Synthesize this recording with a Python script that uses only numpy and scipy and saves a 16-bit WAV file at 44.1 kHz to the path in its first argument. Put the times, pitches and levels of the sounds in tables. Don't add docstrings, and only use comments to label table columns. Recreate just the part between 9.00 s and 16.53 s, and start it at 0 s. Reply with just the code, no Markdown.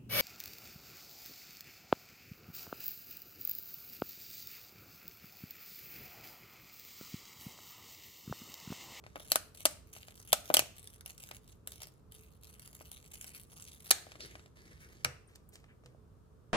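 import sys
import numpy as np
from scipy import signal
from scipy.fft import rfft, irfft, next_fast_len
from scipy.io import wavfile
from scipy.ndimage import uniform_filter1d

SR = 44100
rng = np.random.default_rng(int(sys.argv[2]) if len(sys.argv) > 2 else 0)


def generate_wav(sig):
    pcm = np.round(np.clip(np.atleast_2d(sig).T, -1, 1) * 32767).astype(np.int16)
    wavfile.write(sys.argv[1], SR, pcm)


N = 332073
TAPS = 4096


def amp(db):
    return 10 ** (np.asarray(db) / 20)


def evened(x):
    return x / np.sqrt(np.mean(x ** 2) + 1e-20)


def read(points, hz):
    table_hz, value = np.transpose(points)
    return np.interp(np.log(hz + 1), np.log(table_hz + 1), value)


def bins(size):
    return np.fft.rfftfreq(size, 1 / SR)


def peak(hz, centre_hz, width_hz):
    return 1 / (1 + ((hz - centre_hz) / width_hz) ** 2)


def add(mix, start_s, sound):
    part = mix[max(round(start_s * SR), 0):][:len(sound)]
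    part += sound[:len(part)]


def causal(db):
    cepstrum = irfft(np.log(amp(db)))
    cepstrum[1:TAPS // 2] *= 2
    cepstrum[TAPS // 2 + 1:] = 0
    return np.exp(rfft(cepstrum))


def colour(x, points):
    ring = irfft(causal(read(points, bins(TAPS))))
    return signal.oaconvolve(x, ring / np.linalg.norm(ring))[:len(x)]


# pitch_hz [Hz], likeness [correlation, 0 to 1]
PORT_LIKENESS = [(30, 0.65), (130, 0.89), (290, 0.37), (640, 0.12), (1400, 0.15), (16000, 0.019)]


def diffuse(count):
    hz, _, spectra = signal.stft(rng.standard_normal((2, count)), SR, nperseg=1024, noverlap=768)
    same = np.clip(read(PORT_LIKENESS, hz), -1, 1)[:, None]
    right = same * spectra[0] + np.sqrt(1 - same ** 2) * spectra[1]
    pair = np.array([spectra[0], right])
    return signal.istft(pair, SR, nperseg=1024, noverlap=768)[1][:, :count]


# pitch_hz [Hz], level_db [dB]
BACKGROUND = [(20, -30.5), (35, -15), (55, -1.5), (90, -3), (160, -8.5), (290, -17), (430, -17),
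              (780, -28.5), (1200, -26), (2000, -42), (4000, -44), (10500, -46), (11900, -55), (13400, -43),
              (15500, -59.5)]
# pitch_hz [Hz], difference_db [dB]
BACKGROUND_BALANCE = [(30, -4), (110, -2.5), (250, 0), (16000, 1.5)]


def background():
    hz = bins(N)
    tilt = read(BACKGROUND_BALANCE, hz) / 2
    level_db = read(BACKGROUND, hz) + np.array([tilt, -tilt])
    air = irfft(rfft(diffuse(count=N)) * amp(level_db), N)
    return amp(-60) * evened(air)


def drone():
    band = peak(bins(N), centre_hz=434, width_hz=6.3)
    return amp(-77.5) * evened(irfft(rfft(rng.standard_normal(N)) * band, N))


def strokes(rows, attack_s, sag_db_per_s, release_db_per_s):
    t, gain = np.arange(SR) / SR, np.zeros(N)
    for start_s, length_s, level_db in rows:
        release_db = release_db_per_s * np.maximum(t - length_s, 0)
        fade = amp(level_db - sag_db_per_s * t - release_db)
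        add(gain, start_s, np.minimum(t / attack_s, 1) * fade)
    return gain


def crackle(slips_per_s, size_db, hiss, burst_db):
    bursts = uniform_filter1d(rng.standard_normal(N), size=260)
    bursts = evened(uniform_filter1d(bursts, size=140))
    rate = amp(burst_db * bursts)
    slips = rng.random(N) < slips_per_s / SR * rate / rate.mean()
    size = amp(size_db * np.minimum(rng.exponential(1, N), 3.5)) * slips
    u = np.arange(200) / (0.00011 * SR)
    power = signal.oaconvolve(size ** 2, u ** 2 * np.exp(-2 * u))[:N]
    power = np.maximum(power, 0)
    power = power / power.mean() + hiss ** 2
    return rng.standard_normal(N) * np.sqrt(power / uniform_filter1d(power, size=3000))


def wander(x, depth_db):
    _, _, spectrum = signal.stft(x, SR, nperseg=256)
    patches = uniform_filter1d(rng.standard_normal(spectrum.shape), size=5, axis=0)
    patches = evened(uniform_filter1d(patches, size=30, axis=1))
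    return signal.istft(spectrum * amp(depth_db * patches), SR, nperseg=256)[1][:N]


# start_s [s], length_s [s], level_db [dB]
SLIDE_MOVES = [(0.035, 0.083, -70), (5.06, .11, -63), (5.195, 0.067, -55.5), (5.29, .12, -67.5),
               (5.555, 0.19, -64.5), (5.79, .1, -66.5), (5.9, 0.16, -68.5), (6.28, 0.068, -71),
               (6.52, 0.061, -68.5), (6.835, 0.027, -73.5)]
# pitch_hz [Hz], level_db [dB]
PAPER_COLOUR = [(100, -1), (400, 6.5), (700, -4.5), (1100, -6.5), (1800, 4.5), (2800, -2.5), (4200, -3.5),
                (7000, -5.5), (10000, -10.5), (12000, -5), (14000, -16), (16000, -22)]


def sliding():
    slips = crackle(slips_per_s=350, size_db=2.5, hiss=0.86, burst_db=3.5)
    rub = wander(colour(slips, PAPER_COLOUR), depth_db=-1.5)
    return strokes(SLIDE_MOVES, attack_s=0.0052, sag_db_per_s=0, release_db_per_s=160) * rub


def contact(strength_db, push_db, corner_hz):
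    hz = bins(TAPS)
    bass_db = push_db / (1 + (hz / 1010) ** 4)
    loss_db = 15 * np.log2(np.hypot(1, hz / corner_hz))
    return strength_db + bass_db - loss_db


# pitch_hz [Hz], level_db [dB]
PAGE_COLOUR = [(40, -31.5), (120, -13.5), (260, -2.5), (400, -5.5), (500, -2), (630, 6), (780, 1.5),
               (950, -4), (1200, 1), (1650, -1.5), (2100, 1.5), (15000, -0.5), (16800, -19.5)]


def flex(force_db, spread_s, scatter_hz, travel_s):
    t, hz = np.arange(TAPS) / SR, bins(TAPS)
    burst = (t / spread_s) ** 2 * np.exp(-t / spread_s)
    scatter = rfft(rng.standard_normal(TAPS) * burst)
    scatter /= np.sqrt(uniform_filter1d(abs(scatter) ** 2, size=150))
    share = 1 / (1 + (scatter_hz / (hz + 1)) ** 4)
    push = np.exp(-2j * np.pi * hz * spread_s)
    dispersion = np.exp(-4j * np.pi * travel_s * np.sqrt(hz * 10 ** 3))
    body = causal(force_db + read(PAGE_COLOUR, hz))
    waves = np.sqrt(share) * scatter + np.sqrt(1 - share) * push
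    return irfft(body * dispersion * waves)[:TAPS // 2]


# [Hz, sharpness]
SOFT_KNOCKS = [(0.038, -16, -4.5, 2370), (0.064, -13.5, -1, 2780), (0.1569, 0.5, -5, 1600),
               (0.164, -1.5, -3.5, 1400), (0.201, -16.5, 4.5, 3000), (0.964, -16, -1.5, 4500),
               (1.0826, -18.5, 0.5, 6000), (1.5011, 10.5, 2.5, 1250), (1.621, -16.5, 12, 2200),
               (2.3117, -7.5, -3, 4200), (3.8087, -8, -3.5, 1400), (5.067, -11.5, 0, 1200),
               (5.118, -15, -6, 4950), (5.154, -13, -5.5, 2430), (5.205, -10, -16, 4970),
               (5.353, -12, -1.5, 3000), (5.394, -18.5, -9, 3020), (5.459, -26, 1, 6010),
               (5.57, -30, 3, 7000), (6.3564, -26, -9, 16200), (6.555, -20.5, -11, 8000),
               (6.641, -19.5, -9, 2200), (6.836, -32.5, 7, 2970), (6.859, -22.5, -3, 5500),
               (6.947, -22.5, 11.5, 600)]
# pitch_hz [Hz], level_db [dB]
KNOCK_SPECTRUM = [(120, -8), (260, -2), (620, 0.5), (3500, -2), (12000, 2)]


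def knocks():
    out = np.zeros(N)
    for start_s, strength_db, push_db, corner_hz in SOFT_KNOCKS:
        force_db = contact(strength_db, push_db, corner_hz) + read(KNOCK_SPECTRUM, bins(TAPS))
        add(out, start_s, flex(force_db, spread_s=0.00076, scatter_hz=1470, travel_s=.0003))
    return out


# start_s [s], length_s [s], level_db [dB]
STICKER_PULLS = [(0.15, 0.1, -56), (0.27, 0.082, -50), (0.54, 0.17, -55.5), (0.855, 0.088, -68.5),
                 (0.92, 0.047, -54.5), (1.0, 0.13, -61), (1.14, .13, -60), (1.27, 0.11, -54.5),
                 (1.43, 0.12, -54), (1.75, 0.029, -54), (1.81, 0.16, -61.5), (2.05, 0.053, -54.5),
                 (2.165, 0.19, -57.5), (2.43, 0.1, -64), (2.66, 0.11, -57.5), (2.795, 0.043, -51.5),
                 (2.87, 0.099, -76), (3.11, 0.089, -60.5), (3.21, 0.14, -69.5), (3.41, .15, -61),
                 (3.6, 0.23, -60), (3.84, 0.072, -60.5), (3.91, 0.07, -58), (4.02, 0.1, -62.5),
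                 (4.11, 0.054, -54.5), (4.2, 0.097, -53.5), (4.33, 0.082, -55.5), (4.47, 0.083, -61.5),
                 (4.56, .2, -55), (4.79, 0.074, -58.5), (4.855, 0.055, -53)]
# [dB, before the glue's colour]
GLUE_TICKS = [(0.2756, -47), (0.5486, -50), (0.5728, -46), (0.605, -43), (0.9308, -49), (0.9562, -48),
              (1.2748, -47), (1.782, -46), (1.8736, -41.5), (2.009, -43.5), (2.0602, -35), (2.105, -43.5),
              (2.179, -44.5), (2.2035, -45.5), (2.237, -39), (2.289, -43), (2.347, -45), (2.367, -43),
              (2.6734, -33), (2.7195, -40), (2.819, -37.5), (2.8705, -45), (3.1212, -47.5), (3.4442, -48.5),
              (3.5954, -44.5), (3.6278, -53), (3.66, -49), (3.6757, -44), (3.7504, -45), (3.9157, -38),
              (4.14, -44.5), (4.2118, -38), (4.243, -39), (4.276, -51), (4.348, -42.5), (4.629, -50),
              (4.6509, -47), (4.86, -44)]
# pitch_hz [Hz], level_db [dB]
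GLUE_COLOUR = [(100, -23), (400, -20), (650, -5.5), (1000, -11), (1900, -4.5), (2900, -3), (4000, -4.5),
               (5200, -6.5), (7800, -3.5), (10000, -1.5), (13500, -2.5), (15500, -10)]


def peeling():
    slips = crackle(slips_per_s=650, size_db=3.9, hiss=.15, burst_db=7)
    pull = strokes(STICKER_PULLS, attack_s=.018, sag_db_per_s=8, release_db_per_s=321.5)
    glue = pull * slips
    u = np.arange(500) / (0.00073 * SR)
    for start_s, level_db in GLUE_TICKS:
        add(glue, start_s, amp(level_db) * u * np.exp(1 - u) * rng.standard_normal(len(u)))
    return wander(colour(glue, GLUE_COLOUR), depth_db=2.95)


# [dB, height]
SHARP_SNAPS = [(0.3181, 2.5, 2, 23600, 4320, 8.5, 13000, 8.5),
               (0.3574, 0.5, 6, 22000, 9900, 9.5, 1420, 10.5), (0.6537, 3.5, 5, 18600, 9100, 9, 1440, 2.5),
               (0.657, 5.5, 1, 9900, 8150, 6.5, 3400, -3), (1.329, 5, -3, 22210, 3570, 7, 2100, 1.5),
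               (1.3304, 1.5, 8.5, 24000, 10000, 3.5, 1040, 9), (1.5406, 5, -1, 20800, 7970, 9.5, 13400, 5),
               (1.544, 3.5, 2, 26130, 3450, 12, 10200, 5), (1.5681, 4.5, 3.5, 16110, 2910, 11.5, 5600, 8.5),
               (1.5926, 1, 7.5, 26000, 2470, 11, 6560, 6), (4.9069, 2.5, -8, 30000, 9400, 6, 6500, 5),
               (4.9098, 2, -6, 24120, 8200, 8.5, 10200, 6), (4.9098, 2, -0.5, 19000, 4300, 12.5, 1700, 13),
               (4.9122, 6, -4.5, 11000, 6500, 8, 3850, 7.5), (6.0459, -1, -27, 10300, 4750, 5, 5700, 7),
               (6.048, 7.5, -12, 2620, 2200, 7.5, 1220, 6)]
# pitch_hz [Hz], level_db [dB]
SNAP_SPECTRUM = [(260, -4), (620, 0.5), (3500, -0.5), (7000, 1.5), (12000, 7.5)]


def snaps(push_share):
    hz, out = bins(TAPS), np.zeros(N)
    for start_s, strength_db, push_db, corner_hz, first_hz, first_db, second_hz, second_db in SHARP_SNAPS:
        first = first_db * peak(hz, first_hz, width_hz=340)
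        second = second_db * peak(hz, second_hz, width_hz=340)
        force_db = contact(strength_db, push_share * push_db, corner_hz)
        force_db = force_db + read(SNAP_SPECTRUM, hz) + first + second
        add(out, start_s, flex(force_db, spread_s=0.00041, scatter_hz=1490, travel_s=.0004))
    return out


# [dB, added to the modes' levels]
TABLE_BLOWS = [(1.57, -45.5), (5.7, -54.5), (6.049, -39.5), (6.85, -50)]
# pitch_hz [Hz], level_db [dB], t60_s [s]
TABLE_MODES = [(82.5, -5.5, 0.33), (129.9, 0.5, 0.22), (149.6, -8, 0.3), (234.7, -13, .16),
               (493, -7.5, 0.21)]


def thuds():
    t, out, boom = np.arange(SR // 2) / SR, np.zeros(N), 0
    for pitch_hz, level_db, t60_s in TABLE_MODES:
        boom = boom + amp(level_db - 60 * t / t60_s) * np.sin(2 * np.pi * pitch_hz * t)
    boom = boom * (1 - np.exp(-t / 0.004))
    for start_s, level_db in TABLE_BLOWS:
        add(out, start_s, amp(level_db) * boom)
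    return out


# start_s [s], level_db [dB, envelope peak], pitch_hz [Hz, centre], width_oct [octaves], rise_s [s]
SWISHES = [(5.2, -50.5, 4500, 0.34, 0.018), (5.257, -53.5, 10400, 0.28, 0.0032),
           (5.66, -80.5, 4560, .4, 0.02), (5.802, -61.5, 1775, 0.4, 0.024), (5.8, -64, 9300, 0.8, 0.018),
           (5.92, -68, 13100, .25, 0.0065), (6.274, -63, 9400, 0.11, 0.0032),
           (6.352, -57, 5620, 0.23, 0.002), (6.489, -54, 12100, 0.4, 0.0018), (6.53, -61, 7250, 1, 0.01),
           (6.68, -67, 1825, 0.5, 0.016)]


def scuffs():
    t, hz, out = np.arange(SR // 2) / SR, bins(SR // 2), np.zeros(N)
    for start_s, level_db, pitch_hz, width_oct, rise_s in SWISHES:
        octaves = np.log2((hz + 1) / pitch_hz)
        band = np.exp(-.5 * (octaves / width_oct) ** 2)
        rub = evened(irfft(rfft(rng.standard_normal(len(t))) * band))
        add(out, start_s, amp(level_db) * rub * t / rise_s * np.exp(1 - t / rise_s))
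    return out


# pitch_hz [Hz], level_db [dB]
COIL_COLOUR = [(100, -27), (550, -6.5), (800, -13), (1050, -14), (1500, -6), (2150, -11), (2700, -9),
               (3200, -27), (4400, -38), (8000, -24), (16000, -43)]


def landing(start_s, level_db, t60_s):
    t, out = np.arange(SR // 2) / SR, np.zeros(N)
    shiver = rng.standard_normal(len(t)) * amp(level_db - 60 * t / t60_s)
    add(out, start_s, colour(shiver, COIL_COLOUR))
    return out


# pitch_hz [Hz], phase_rad [radians by which the left leads]
HAND_PHASE = [(0, 0), (2000, 3.4), (4000, 6.4), (5400, 9.1), (7600, 11.3), (8500, 9.4), (15000, -3.1),
              (17400, -5)]
# [dB, left minus right]
HAND_BALANCE = [(100, -4), (600, 4), (1100, 6), (2000, 0), (3100, 7), (4300, 2), (5400, -5), (6600, -18.5),
                (8200, 5.5), (14000, -2), (16000, -6.5)]


def ports(x, side):
    size = next_fast_len(N + TAPS)
    hz = bins(size)
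    phase_rad = side * np.interp(hz, *np.transpose(HAND_PHASE))
    half = amp(side * read(HAND_BALANCE, hz) / 2) * np.exp(.5j * phase_rad)
    pair = np.array([half, 1 / half])
    pair = pair / np.sqrt(np.mean(abs(pair) ** 2, axis=0))
    dip = amp(-9 * peak(hz, centre_hz=12130, width_hz=350))
    return irfft(rfft(x, size) * dip * pair, size)[:, :N]


# start_s [s], side [share of the full left-right difference]
HAND_PLACES = [(0, 1), (5.5, 0.93), (6.25, 0.66)]


def placed(x):
    starts, sides = np.transpose(HAND_PLACES)
    place = np.searchsorted(starts[1:], np.arange(N) / SR)
    return sum(ports(x * (place == k), side) for k, side in enumerate(sides))


# pitch_hz [Hz], t60_s [s]
ROOM_DECAY = [(100, 0.47), (600, .42), (2000, 0.42), (5000, 0.39), (9000, 0.33), (14000, 0.4)]
# pitch_hz [Hz], level_db [dB]
REFLECTION_COLOUR = [(100, 4), (300, 8.5), (700, 0.5), (1600, 1), (4000, 1.5), (8000, 3), (10500, -3.5),
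                     (12000, -8), (13500, -4.5), (16000, -14)]


def room(x, early_db, early_t60_s, late_db):
    hz, t, spectra = signal.stft(diffuse(count=26000), SR, nperseg=256)
    spectra = spectra * amp(read(REFLECTION_COLOUR, hz))[:, None]
    early = amp(early_db - 60 * t / early_t60_s)
    late = amp(late_db - 60 * t / read(ROOM_DECAY, hz)[:, None])
    tail = signal.istft(spectra * np.hypot(early, late), SR, nperseg=256)[1]
    tail *= np.clip(np.arange(tail.shape[1]) / (0.0015 * SR), 0, 1) ** 2
    return signal.fftconvolve(x[None], tail, axes=1)[:, :N]


def echo(x, delay_s, level_db):
    out = np.zeros(N)
    add(out, delay_s, amp(level_db) * x)
    return out


def scene():
    rubbing = sliding() + peeling() + scuffs()
    direct = placed(knocks() + snaps(push_share=1) + rubbing)
    # each wall gets its own knocks and snaps,
    # and half of the snaps' extra push (in dB) carries to the walls
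    directions = [knocks() + snaps(push_share=.5) + rubbing for wall in range(4)]
    wet = sum(room(x, early_db=-38.5, early_t60_s=0.07, late_db=-53.5) for x in directions)
    slap = echo(directions[0], delay_s=.0096, level_db=-25.5)
    table = thuds() * amp([[-1], [1]])
    coil = np.array([landing(start_s=6.05, level_db=-47.5, t60_s=0.44) for port in range(2)])
    return background() + drone() + direct + slap + wet + table + coil


def record(dry):
    held = np.clip(dry, -.85, .85)
    low_pass = signal.firwin(255, 16600, window=("kaiser", 9), fs=SR)
    return signal.oaconvolve(held, low_pass[None], "same")


dry = scene()
out = record(dry)
generate_wav(out)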